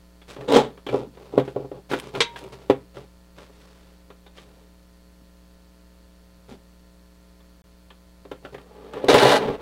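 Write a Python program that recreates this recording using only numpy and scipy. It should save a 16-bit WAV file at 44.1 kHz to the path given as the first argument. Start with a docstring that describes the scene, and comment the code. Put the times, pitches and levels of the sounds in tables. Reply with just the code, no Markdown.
"""Knocks, sliding and the clacks of a steel arm, a quiet spell, then a crunching cut and a final scrape.
A hand slides a soft pad onto a lever-arm paper trimmer, knocks its plastic deck and shifts the machine.
Blows ring the modes of deck and arm; sliding and cutting are crowds of tiny random slips, coloured by
the parts they shake. Mains hum, buzz and a steady hiss run underneath, in a small dry room."""
import sys
import numpy as np
from scipy import signal
from scipy.fft import rfft, irfft, next_fast_len
from scipy.io import wavfile

SR = 44100
rng = np.random.default_rng(int(sys.argv[2]) if len(sys.argv) > 2 else 0)


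def unload_audio(sound):
    """Save the sound as a 16-bit wav file, at the path given as the first command line argument."""
    columns = np.transpose(np.atleast_2d(sound))
    # keep every value between -1 and 1, then stretch to whole-number steps
    steps = np.round(np.clip(columns, -1, 1) * 32767)
    wavfile.write(sys.argv[1], SR, steps.astype(np.int16))


N = 423801
T = np.arange(N) / SR  # time [s]
AGE = T[:SR // 2]  # time since a blow [s]

# All levels in the tables are relative: each sound is scaled again when it is mixed.
# ringing modes of the hollow plastic deck: (frequency [Hz], level [dB], time to fall 60 dB [s])
DECK_MODES = [(131.5, -12.5, 0.18), (218, -29.5, 0.082), (280, -3.5, 0.092), (323.4, 2.5, 0.035),
              (404, 5, 0.071), (487, -17, 0.065), (512.6, 3, 0.07), (577.5, -1.5, 0.051),
              (697, -8.5, 0.099), (811, -8, 0.0595), (987, -13, 0.054), (1105, -19.5, 0.1),
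              (1353, -20, 0.046)]
# low resonances of the loaded blade: (frequency [Hz], width [Hz], level [dB])
BLADE_DRONE = [(594.5, 26, 1), (645, 22.3, 2), (735, 78, -2.5), (847, 33, 2), (994, 47, -4), (1170, 80, -6),
               (1254, 69, -9.5)]
# colour of the body shaken by steel or by the cut: (frequency [Hz], level [dB])
CRUNCH_COLOUR = [(50, -29), (90, -35.5), (130, -11), (172, -23.5), (222, -7), (250, -13), (292, -6),
                 (340, -14.5), (410, -1.5), (475, -1), (625, -13), (900, -17.5), (3000, -63.5)]
# colour of rubbing on a surface: (frequency [Hz], level [dB])
RASP_COLOUR = [(400, -8), (1100, 7), (1700, 5), (2600, 2), (3700, 0.5), (4600, -10), (6500, -25),
               (14000, -39)]
# bites of the blade into the pad, each lasting until the next: (time [s], shake of the deck [dB])
BITES = [(9.083, -7), (9.143, -8.5), (9.224, -10)]
CUT_END_S = 9.392


def amp(db):
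    """Turn decibels into a gain."""
    return 10 ** (np.asarray(db) / 20)


def unit(x):
    """Scale to an rms (average strength) of 1."""
    return x / np.sqrt(np.mean(x ** 2) + 1e-20)


def along(points, hz):
    """Read a curve of (frequency [Hz], value) points on a log frequency axis."""
    f, v = np.transpose(points)
    return np.interp(np.log(hz + 1), np.log(f + 1), v)


def filtered(x, response):
    """Multiply the spectrum of x by a response, which is a function of frequency."""
    m = next_fast_len(len(x) + SR // 4)  # spare room for the filter to ring out
    spectrum = rfft(x, m) * response(np.fft.rfftfreq(m, 1 / SR))
    return irfft(spectrum, m)[:len(x)]


def coloured(x, spectrum):
    """Give x a colour, a curve of (frequency [Hz], level [dB]), at rms 1."""
    return unit(filtered(x, lambda hz: amp(along(spectrum, hz))))


def resonant(x, peaks):
    """Send x through (frequency [Hz], width [Hz], level [dB]) resonances, at rms 1."""
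    def response(f):
        total = 0
        for k, (centre, width, db) in enumerate(peaks):
            damping = 1j * f * width
            sign = (-1) ** k  # neighbours have opposite signs
            total = total + sign * amp(db) * damping / (centre * centre - f * f + damping)
        return total
    return unit(filtered(x, response))


def without_bass(x, corner_hz):
    """Take away the deepest bass, below corner_hz."""
    return signal.sosfilt(signal.butter(4, corner_hz, "highpass", fs=SR, output="sos"), x)


def blow(x, size=660):
    """Scale a blow so that its first moments (size samples) have rms 1."""
    return x / np.sqrt(np.mean(x[:size] ** 2) + 1e-20)


def ring(modes, scatter_db, attack):
    """A struck body sounds as fading sine modes; each blow excites them a little differently."""
    hz, db, t60 = np.transpose(modes)[:, :, None]
    level = amp(db + scatter_db * rng.standard_normal(hz.shape) - 60 * AGE / t60)
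    waves = np.sin(2 * np.pi * (hz * AGE + rng.random(hz.shape)))
    onset = 1 - np.exp(-AGE / attack)
    return blow((level * waves).sum(0) * onset)


def burst(spectrum, t60):
    """Crowded small modes that die together sound like a fading puff of coloured noise."""
    return blow(coloured(rng.standard_normal(len(AGE)), spectrum) * amp(-60 * AGE / t60))


def add(track, s, x):
    """Mix x into the track at time s."""
    part = track[round(s * SR):][:len(x)]
    part += x[:len(part)]  # a view, so the track itself changes


def grains(rate, spread_db):
    """Tiny slips at random moments, rate times a second on average, of widely varying size."""
    happens = rng.random(N) < rate / SR
    direction = rng.choice([-1, 1], N)
    size = amp(spread_db * np.clip(rng.standard_normal(N), -2, 2))
    return unit(happens * direction * size)


def clumps(rate, depth_db):
    """A jerky gain: the material holds and gives way by turns, with rate random levels a second."""
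    knots = np.clip(rng.standard_normal(int(N * rate / SR) + 2), -2, 2)
    return unit(amp(depth_db * np.interp(T * rate, np.arange(len(knots)), knots)))


def smeared(x, t60):
    """Waves crossing the plates spread each slip over a few milliseconds, without changing its colour."""
    paths = rfft(rng.standard_normal(len(AGE)) * amp(-60 * AGE / t60))
    flat = paths / (np.abs(paths) + 1e-12)  # keep only the delays: every frequency equally loud
    spread = np.fft.fftshift(irfft(flat))
    return signal.fftconvolve(x, spread, mode="same")


def friction(gains, spectrum, resonances, rasp_colour, rate, spread_db, deck_db, ring_db, rasp_db, hiss_db):
    """Slips shake the body and its resonances, rasp on the surface and hiss."""
    # colour of the hiss: (frequency [Hz], level [dB])
    hiss_colour = [(2000, -8), (5000, 4), (7500, -1), (10500, -6.5), (15500, -17)]
    deck, rasp, hiss = gains
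    slips = grains(rate, spread_db)
    surface = smeared(slips * clumps(rate=83, depth_db=1.0), t60=0.01)
    shaking = amp(deck_db) * coloured(slips, spectrum)
    ringing = amp(ring_db) * resonant(grains(rate, spread_db), resonances)
    rasping = amp(rasp_db) * rasp * coloured(surface, rasp_colour)
    hissing = amp(hiss_db) * hiss * coloured(surface, hiss_colour)
    return deck * (shaking + ringing) + rasping + hissing


def hum(mains_hz=60.016, ring_hz=4400, ring_life=0.00074):
    """Mains hum with a sharp edge every half cycle; each edge sets off a short sizzle."""
    # parts of the hum, mostly odd multiples: (multiple of the mains frequency, level [dB])
    multiples = [(1, 2.5), (3, -1), (5, -9.5), (7, -13), (9, -10.5), (10, -19.5), (11, -14.5), (13, -28),
                 (15, -18), (17, -18), (19, -26.5), (21, -22), (23, -20), (25, -25.5), (29, -22), (31, -24)]
    cycle = mains_hz * T - 0.31
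    lines = sum(amp(db) * np.sin(2 * np.pi * k * cycle) for k, db in multiples)
    since = (cycle % 0.5) / mains_hz  # time since the last edge [s]
    swell = since / ring_life * np.exp(-since / ring_life)
    polarity = np.sign(np.sin(2 * np.pi * cycle))
    sizzle = unit(polarity * swell * np.sin(2 * np.pi * ring_hz * since))
    fizz_colour = [(2500, -12.5), (4500, -4), (7000, -26.0)]  # (frequency [Hz], level [dB])
    fizz = unit(swell * coloured(rng.standard_normal(N), fizz_colour))
    return amp(-54.0) * lines + amp(-74) * sizzle + amp(-74.0) * fizz


def steady_hiss():
    """Constant quiet noise, strongest in the bass."""
    # colour of the noise: (frequency [Hz], level [dB])
    noise_colour = [(20, 3), (45, 3.5), (90, 1.5), (200, -1.5), (500, -6), (1000, -12.5), (2500, -14),
                    (4500, -16.5), (8000, -19), (15500, -23)]
    return amp(-60.5) * coloured(rng.standard_normal(N), noise_colour)


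def struck_deck(thud_db, brighten):
    """A lighter knock is a shorter contact: it favours the deck's higher modes."""
    slope = -brighten * (thud_db + 6.0)  # dB an octave
    return [(hz, db + slope * np.log2(hz), t60) for hz, db, t60 in DECK_MODES]


def knocks():
    """Each knock rings the deck; harder contacts add clatter and a ring of the spot struck."""
    # knocks on the deck:
    # (time [s], strength [dB], hardness = clatter over thud [dB], ring of the spot struck [Hz])
    hits = [(0.216, -47, -1.5, 3370), (0.364, -30, -12, 1060), (0.408, -29.5, -12, 1740),
            (0.775, -39.5, -8.5, 1280), (0.865, -23, -10, 3250), (0.887, -20.5, -11.5, 2365),
            (0.929, -14.5, -34, 1060), (0.943, -7.5, -33, 1000), (1.171, -35.5, -15, 1050),
            (1.337, -23.5, -34, 1010), (1.377, -1.5, -25.5, 945), (1.396, -29, -1.5, 1010),
            (1.477, -22, -17.5, 1550), (1.561, -13.5, -33, 1040), (1.644, -27.5, -39, 1160),
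            (1.715, -22.5, -27, 1140), (1.913, -18, -10, 1420), (1.933, -11.5, -11, 1430),
            (2.15, -26, -1.5, 1070), (2.359, -43.5, 9.5, 1590), (2.698, -1, -20, 815),
            (2.706, -12, -25, 1240), (2.968, -29, -13, 1210), (3.383, -36, -9, 1140),
            (3.496, -43, -20, 1100), (4.102, -37.5, -9, 1210), (4.263, -44.5, -4, 3680),
            (4.378, -43.5, -0.5, 3180), (7.403, -53.5, -4, 3423), (7.903, -46.5, 2.5, 3210),
            (8.251, -33.5, -17, 1090), (8.314, -23.5, -13, 1000), (8.449, -30.5, -8, 1450),
            (8.544, -27.5, -12, 1800), (8.581, -40, -4.5, 1210), (8.935, -33, -4.5, 1150),
            (9.039, -12.5, -36, 1070), (9.142, -4, -10, 1060), (9.227, -7.5, -16.5, 1634),
            (9.248, -8, -27, 1440)]
    # colour of the clatter: (frequency [Hz], level [dB])
    clatter_colour = [(300, -6), (800, 6), (1500, 2.5), (2600, -2.5), (3500, -2), (4300, -12), (5200, -24),
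                      (8000, -35), (15000, -56.5)]
    out = np.zeros(N)
    for s, thud_db, hardness_db, spot_hz in hits:
        modes = struck_deck(thud_db, brighten=0.047)
        thud = amp(thud_db - 9.0) * ring(modes, scatter_db=0.5, attack=0.0013)
        spot_noise = resonant(rng.standard_normal(len(AGE)), [(spot_hz, 140, 0)])
        spot = blow(spot_noise * amp(-60 * AGE / 0.083))
        clatter = amp(-4.5) * burst(clatter_colour, t60=0.084) + amp(-8.5) * spot
        contact = amp(thud_db + hardness_db) * clatter
        add(out, s, thud + contact * (1 - np.exp(-AGE / 0.00072)))
    return without_bass(out, corner_hz=70)


def stroke_gains():
    """Each stroke of the hand speeds up and slows in one arch; grit makes it brighter."""
    # slides of hand and pad: (start [s], length [s], level [dB], grit = rasp over deck [dB])
    slides = [(0.271, 0.12, -46.5, 0), (0.369, 0.14, -36, -17), (0.86, 0.19, -38.5, -11),
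              (0.892, 0.2, -29.5, -19), (1.114, 0.32, -48, -9.5), (1.316, 0.14, -32.5, -19.5),
              (1.42, 0.15, -47.5, -6), (1.541, 0.16, -36.5, -20.5), (1.724, 0.097, -39.5, -21),
              (1.889, 0.12, -31.5, -6), (2.005, 0.15, -40.5, -7), (2.131, 0.1, -29, -12),
              (2.22, 0.67, -48.5, -7.5), (2.357, 0.074, -63.5, 10), (2.415, 0.086, -44.5, -28),
              (2.514, 0.062, -46.5, -6), (2.929, 0.15, -43, -9), (3.353, 0.14, -49.5, -3),
              (3.42, 0.69, -59.5, -1), (4.345, 0.11, -54.5, 0.5), (4.398, 0.34, -56.5, -7),
              (6.475, 0.1, -44, -7.5), (8.422, 0.1, -42.5, -16), (8.521, 0.047, -42.5, -13)]
    rise, roundness = 0.26, 1.54  # share of a stroke spent speeding up; exponent of its arch
    grit_share = np.array([[0], [1], [1.4]])  # dB for each dB of grit, in deck, rasp and hiss
    total = np.zeros((3, N))
    for start, length, db, grit_db in slides:
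        progress = np.interp(T, start + length * np.array([0, rise, 1]), [0, 0.5, 1])
        speed = (4 * progress * (1 - progress)) ** roundness
        total += amp(db + grit_db * grit_share) * speed
    return total


def hand():
    """Hand and pad slide over the deck: their slips rub, rasp and ring the plastic."""
    # colour of the rubbed deck: (frequency [Hz], level [dB])
    rub_colour = [(50, -11), (90, -44), (125, 13), (165, -11.5), (215, 3.5), (330, -6.5), (410, 9),
                  (490, 5), (610, -5.5), (830, -5.5), (1130, -17.5), (1600, -18), (3500, -71)]
    # a mode's width follows from its decay
    plastic = [(hz, np.log(1000) / np.pi / t60, db) for hz, db, t60 in DECK_MODES]
    return friction(stroke_gains(), rub_colour, plastic, RASP_COLOUR, rate=1500, spread_db=6,
                    deck_db=-3, ring_db=-7.5, rasp_db=-2.5, hiss_db=-8)


def swing_gains():
    """The hinge breaks loose, swells with the arm's speed and dies away."""
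    # one row each for deck, rasp and hiss: (level when fastest [dB], rise [dB per s], fall [dB per s])
    swells = [(-9, 168, 266), (-24.5, 158, 265), (-32, 234, 384)]
    start_s, fastest_s, attack_s = 0.4748, 0.57, 0.014
    loose = np.clip((T - start_s) / attack_s, 0, 1)
    late = T - fastest_s
    return [loose * amp(db + np.minimum(rise * late, -fall * late)) for db, rise, fall in swells]


def swing():
    """The arm swings up: slips in its hinge give a short grinding scrape."""
    # colour of the grinding: (frequency [Hz], level [dB])
    grind_colour = [(400, -28), (1100, 2.5), (2000, -2.5), (2700, -5), (3200, 0), (3850, -1.5),
                    (4400, -12.5), (5800, -21), (8000, -19.5), (11000, -54)]
    return friction(swing_gains(), CRUNCH_COLOUR, BLADE_DRONE, grind_colour, rate=2500, spread_db=6.5,
                    deck_db=-1.5, ring_db=-11.5, rasp_db=0.5, hiss_db=-3)


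def clicks():
    """Small hard contacts of plastic and steel: a short bright snap."""
    # tiny dry clicks: (time [s], level [dB])
    contacts = [(0.523, -17.5), (0.6161, -44), (1.9877, -29.5), (1.9983, -23), (2.0921, -50.5),
                (2.389, -33.5), (2.4389, -36), (2.487, -45.5), (8.6153, -48), (8.9351, -38), (9.045, -30.5),
                (9.1424, -11.5)]
    out = np.zeros(N)
    # (frequency [Hz], level [dB])
    snap = [(400, -26), (1300, 3), (3000, 10), (6000, -5.5), (9000, -2.5), (15000, -16.0)]
    for s, db in contacts:
        add(out, s, amp(db - 15.5) * burst(snap, t60=0.023))
    return out


def clacks():
    """The jolted steel arm rings briefly under a bright crack."""
    # jolts of the arm: (time [s], level [dB])
    jolts = [(0.5498, -15), (2.2049, -3), (2.2137, -9.5), (2.221, -14.5), (9.0844, -11), (9.1002, -7.5),
             (9.181, -8.5), (9.2313, -29)]
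    # ringing modes of the arm: (frequency [Hz], level [dB], time to fall 60 dB [s])
    arm_modes = [(464, 4.5, 0.063), (940, -19.5, 0.75), (1042, 0.5, 0.1), (1350, -11, 0.072),
                 (2060, -4.5, 0.047), (2305, 1.5, 0.054), (3300, -1, 0.0885), (3640, 1.5, 0.076),
                 (3840, -9, 0.14), (4050, -0.5, 0.05), (5154, -16, 0.097), (8350, -23, .1)]
    out = np.zeros(N)
    # (frequency [Hz], level [dB])
    crack = [(300, -23), (600, -6.0), (2000, -2.5), (4000, -2),
             (5000, -8.5), (6500, -11), (9000, -20.5), (15000, -50)]
    for s, db in jolts:
        steel = amp(db - 14.5) * ring(arm_modes, scatter_db=0.5, attack=0.000384)
        add(out, s, steel + amp(db - 15) * burst(crack, t60=0.069))
    return out


def bumps():
    """Soft bumps give only a dull push; the last two are the low rumble under the final scrape."""
    # dull pushes, the last two being the scrape's low rumble: (time [s], level [dB])
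    pushes = [(1.069, -37), (1.442, -49), (5.207, -50), (6.514, -35), (6.549, -45), (9.454, -23.5),
              (9.491, -23)]
    out = np.zeros(N)
    # (frequency [Hz], level [dB])
    dull = [(40, 0), (110, -7), (240, 12.5), (330, -2), (700, -59), (2000, -80)]
    for s, db in pushes:
        push = burst(dull, t60=0.1) * (1 - np.exp(-AGE / 0.0027))
        add(out, s, amp(db - 4.0) * push)
    return out


def on_pad():
    """1 while the blade is in the pad, with a sharp entry and a softer exit."""
    attack_s, release_s = 0.003, 0.023
    entry = (T - BITES[0][0]) / attack_s
    leaving = (CUT_END_S - T) / release_s
    return np.clip(np.minimum(entry, leaving), 0, 1)


def scrape_gains():
    """Deck, rasp and hiss all follow the pressure; the pad parts the edges while it is cut."""
    # blade on the cutting edge, one list before the pad and one after: (time [s], pressure [dB])
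    presses = [
        [(8.6, -48.5), (8.642, -55.5), (8.916, -43.5), (8.964, -32), (9.03, -37)],
        [(9.385, -22), (9.543, -29.5), (9.573, -53), (9.61, -35.5)],
    ]
    s, db = np.concatenate(presses).T
    return [np.interp(T, s, amp(db), left=0) * (1 - on_pad())] * 3


def scrape():
    """Steel slides on steel: the slips shake the deck and make the loaded blade drone."""
    return friction(scrape_gains(), CRUNCH_COLOUR, BLADE_DRONE, RASP_COLOUR, rate=2000, spread_db=4,
                    deck_db=-1.0, ring_db=-11, rasp_db=-14.5, hiss_db=-36)


def cut_gains():
    """Each bite shakes the deck and then sags; the blade drones evenly and the tearing barely eases."""
    bite_sag_db, tear_sag_db = 10, 2  # fall over one bite
    drone_db, tear_db = -16, -19
    starts, deck_db = np.transpose(BITES)
    bite = np.clip(np.searchsorted(starts, T) - 1, 0, len(starts) - 1)
    bites_done = np.interp(T, np.append(starts, CUT_END_S), np.arange(len(starts) + 1))
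    progress = bites_done - bite  # from 0 to 1 within each bite
    levels = deck_db[bite] - bite_sag_db * progress, drone_db, tear_db - tear_sag_db * progress
    return [on_pad() * amp(db) for db in levels]


def cut():
    """The pad gives way in a dense, jerky run of small ruptures that shake deck and blade."""
    # colour of the tearing pad: (frequency [Hz], level [dB])
    tear_colour = [(500, -29), (1100, -2), (1800, 2), (2700, -5), (3700, 2), (5200, -9), (8000, -17),
                   (10200, -16.5), (13000, -28), (15800, -50)]
    # high resonances of the loaded blade: (frequency [Hz], width [Hz], level [dB])
    blade_peaks = [(1377, 26, -5.5), (1580, 32, 9), (1760, 100, -7.5), (1985, 50, 7), (2380, 70, -8.5),
                   (2970, 140, 3.5), (3450, 71, -7), (3560, 85, 2.5), (4240, 42, -4), (4270, 51, -4)]
    force, drone, tearing = cut_gains()
    ruptures = grains(rate=2500, spread_db=4.5) * clumps(rate=110, depth_db=1.5)
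    fibres = smeared(ruptures, t60=0.014)
    edge = amp(-3.5) * coloured(fibres, tear_colour) + amp(-2.5) * resonant(fibres, blade_peaks)
    body = amp(-4.0) * force * coloured(grains(rate=4000, spread_db=3.5), CRUNCH_COLOUR)
    return body + amp(-3.5) * drone * resonant(fibres, BLADE_DRONE) + tearing * edge


def room(x):
    """Bench and walls answer with a short tail of noise that fades at its own pace in each band."""
    # decay of the room: (frequency [Hz], time to fall 60 dB [s])
    decay = [(100, 0.4), (400, 0.18), (2000, .22), (5000, 0.15), (14000, 0.12)]
    hz, t, z = signal.stft(rng.standard_normal(SR // 2), SR, nperseg=256)
    fade = amp(-60 * t / along(decay, hz)[:, None])
    tail = signal.istft(z * fade, SR, nperseg=256)[1]
    delay = np.zeros(SR // 250)  # 4 ms
    return signal.fftconvolve(x, np.concatenate([delay, tail / np.linalg.norm(tail)]))[:N]


def scene():
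    """The trimmer in its room, over hum and hiss."""
    blows = knocks() + clicks() + clacks() + bumps()
    trimmer = blows + hand() + swing() + scrape() + cut()
    return (trimmer + amp(-11.5) * room(trimmer) + hum() + steady_hiss())[None]


def record(dry):
    """Round off the loudest peaks, drop the sound out for an instant and remove the highest treble."""
    # the dropout: (start [s], end [s])
    gap_start, gap_end = (7.619, 7.640)
    ceiling, top_hz = 0.96, 15850
    live = (T < gap_start) | (T > gap_end)
    rounded = dry[0] / (1 + np.abs(dry[0] / ceiling) ** 8) ** (1 / 8)
    return filtered(rounded * live, lambda hz: hz < top_hz)[None]


dry = scene()
out = record(dry)
unload_audio(out)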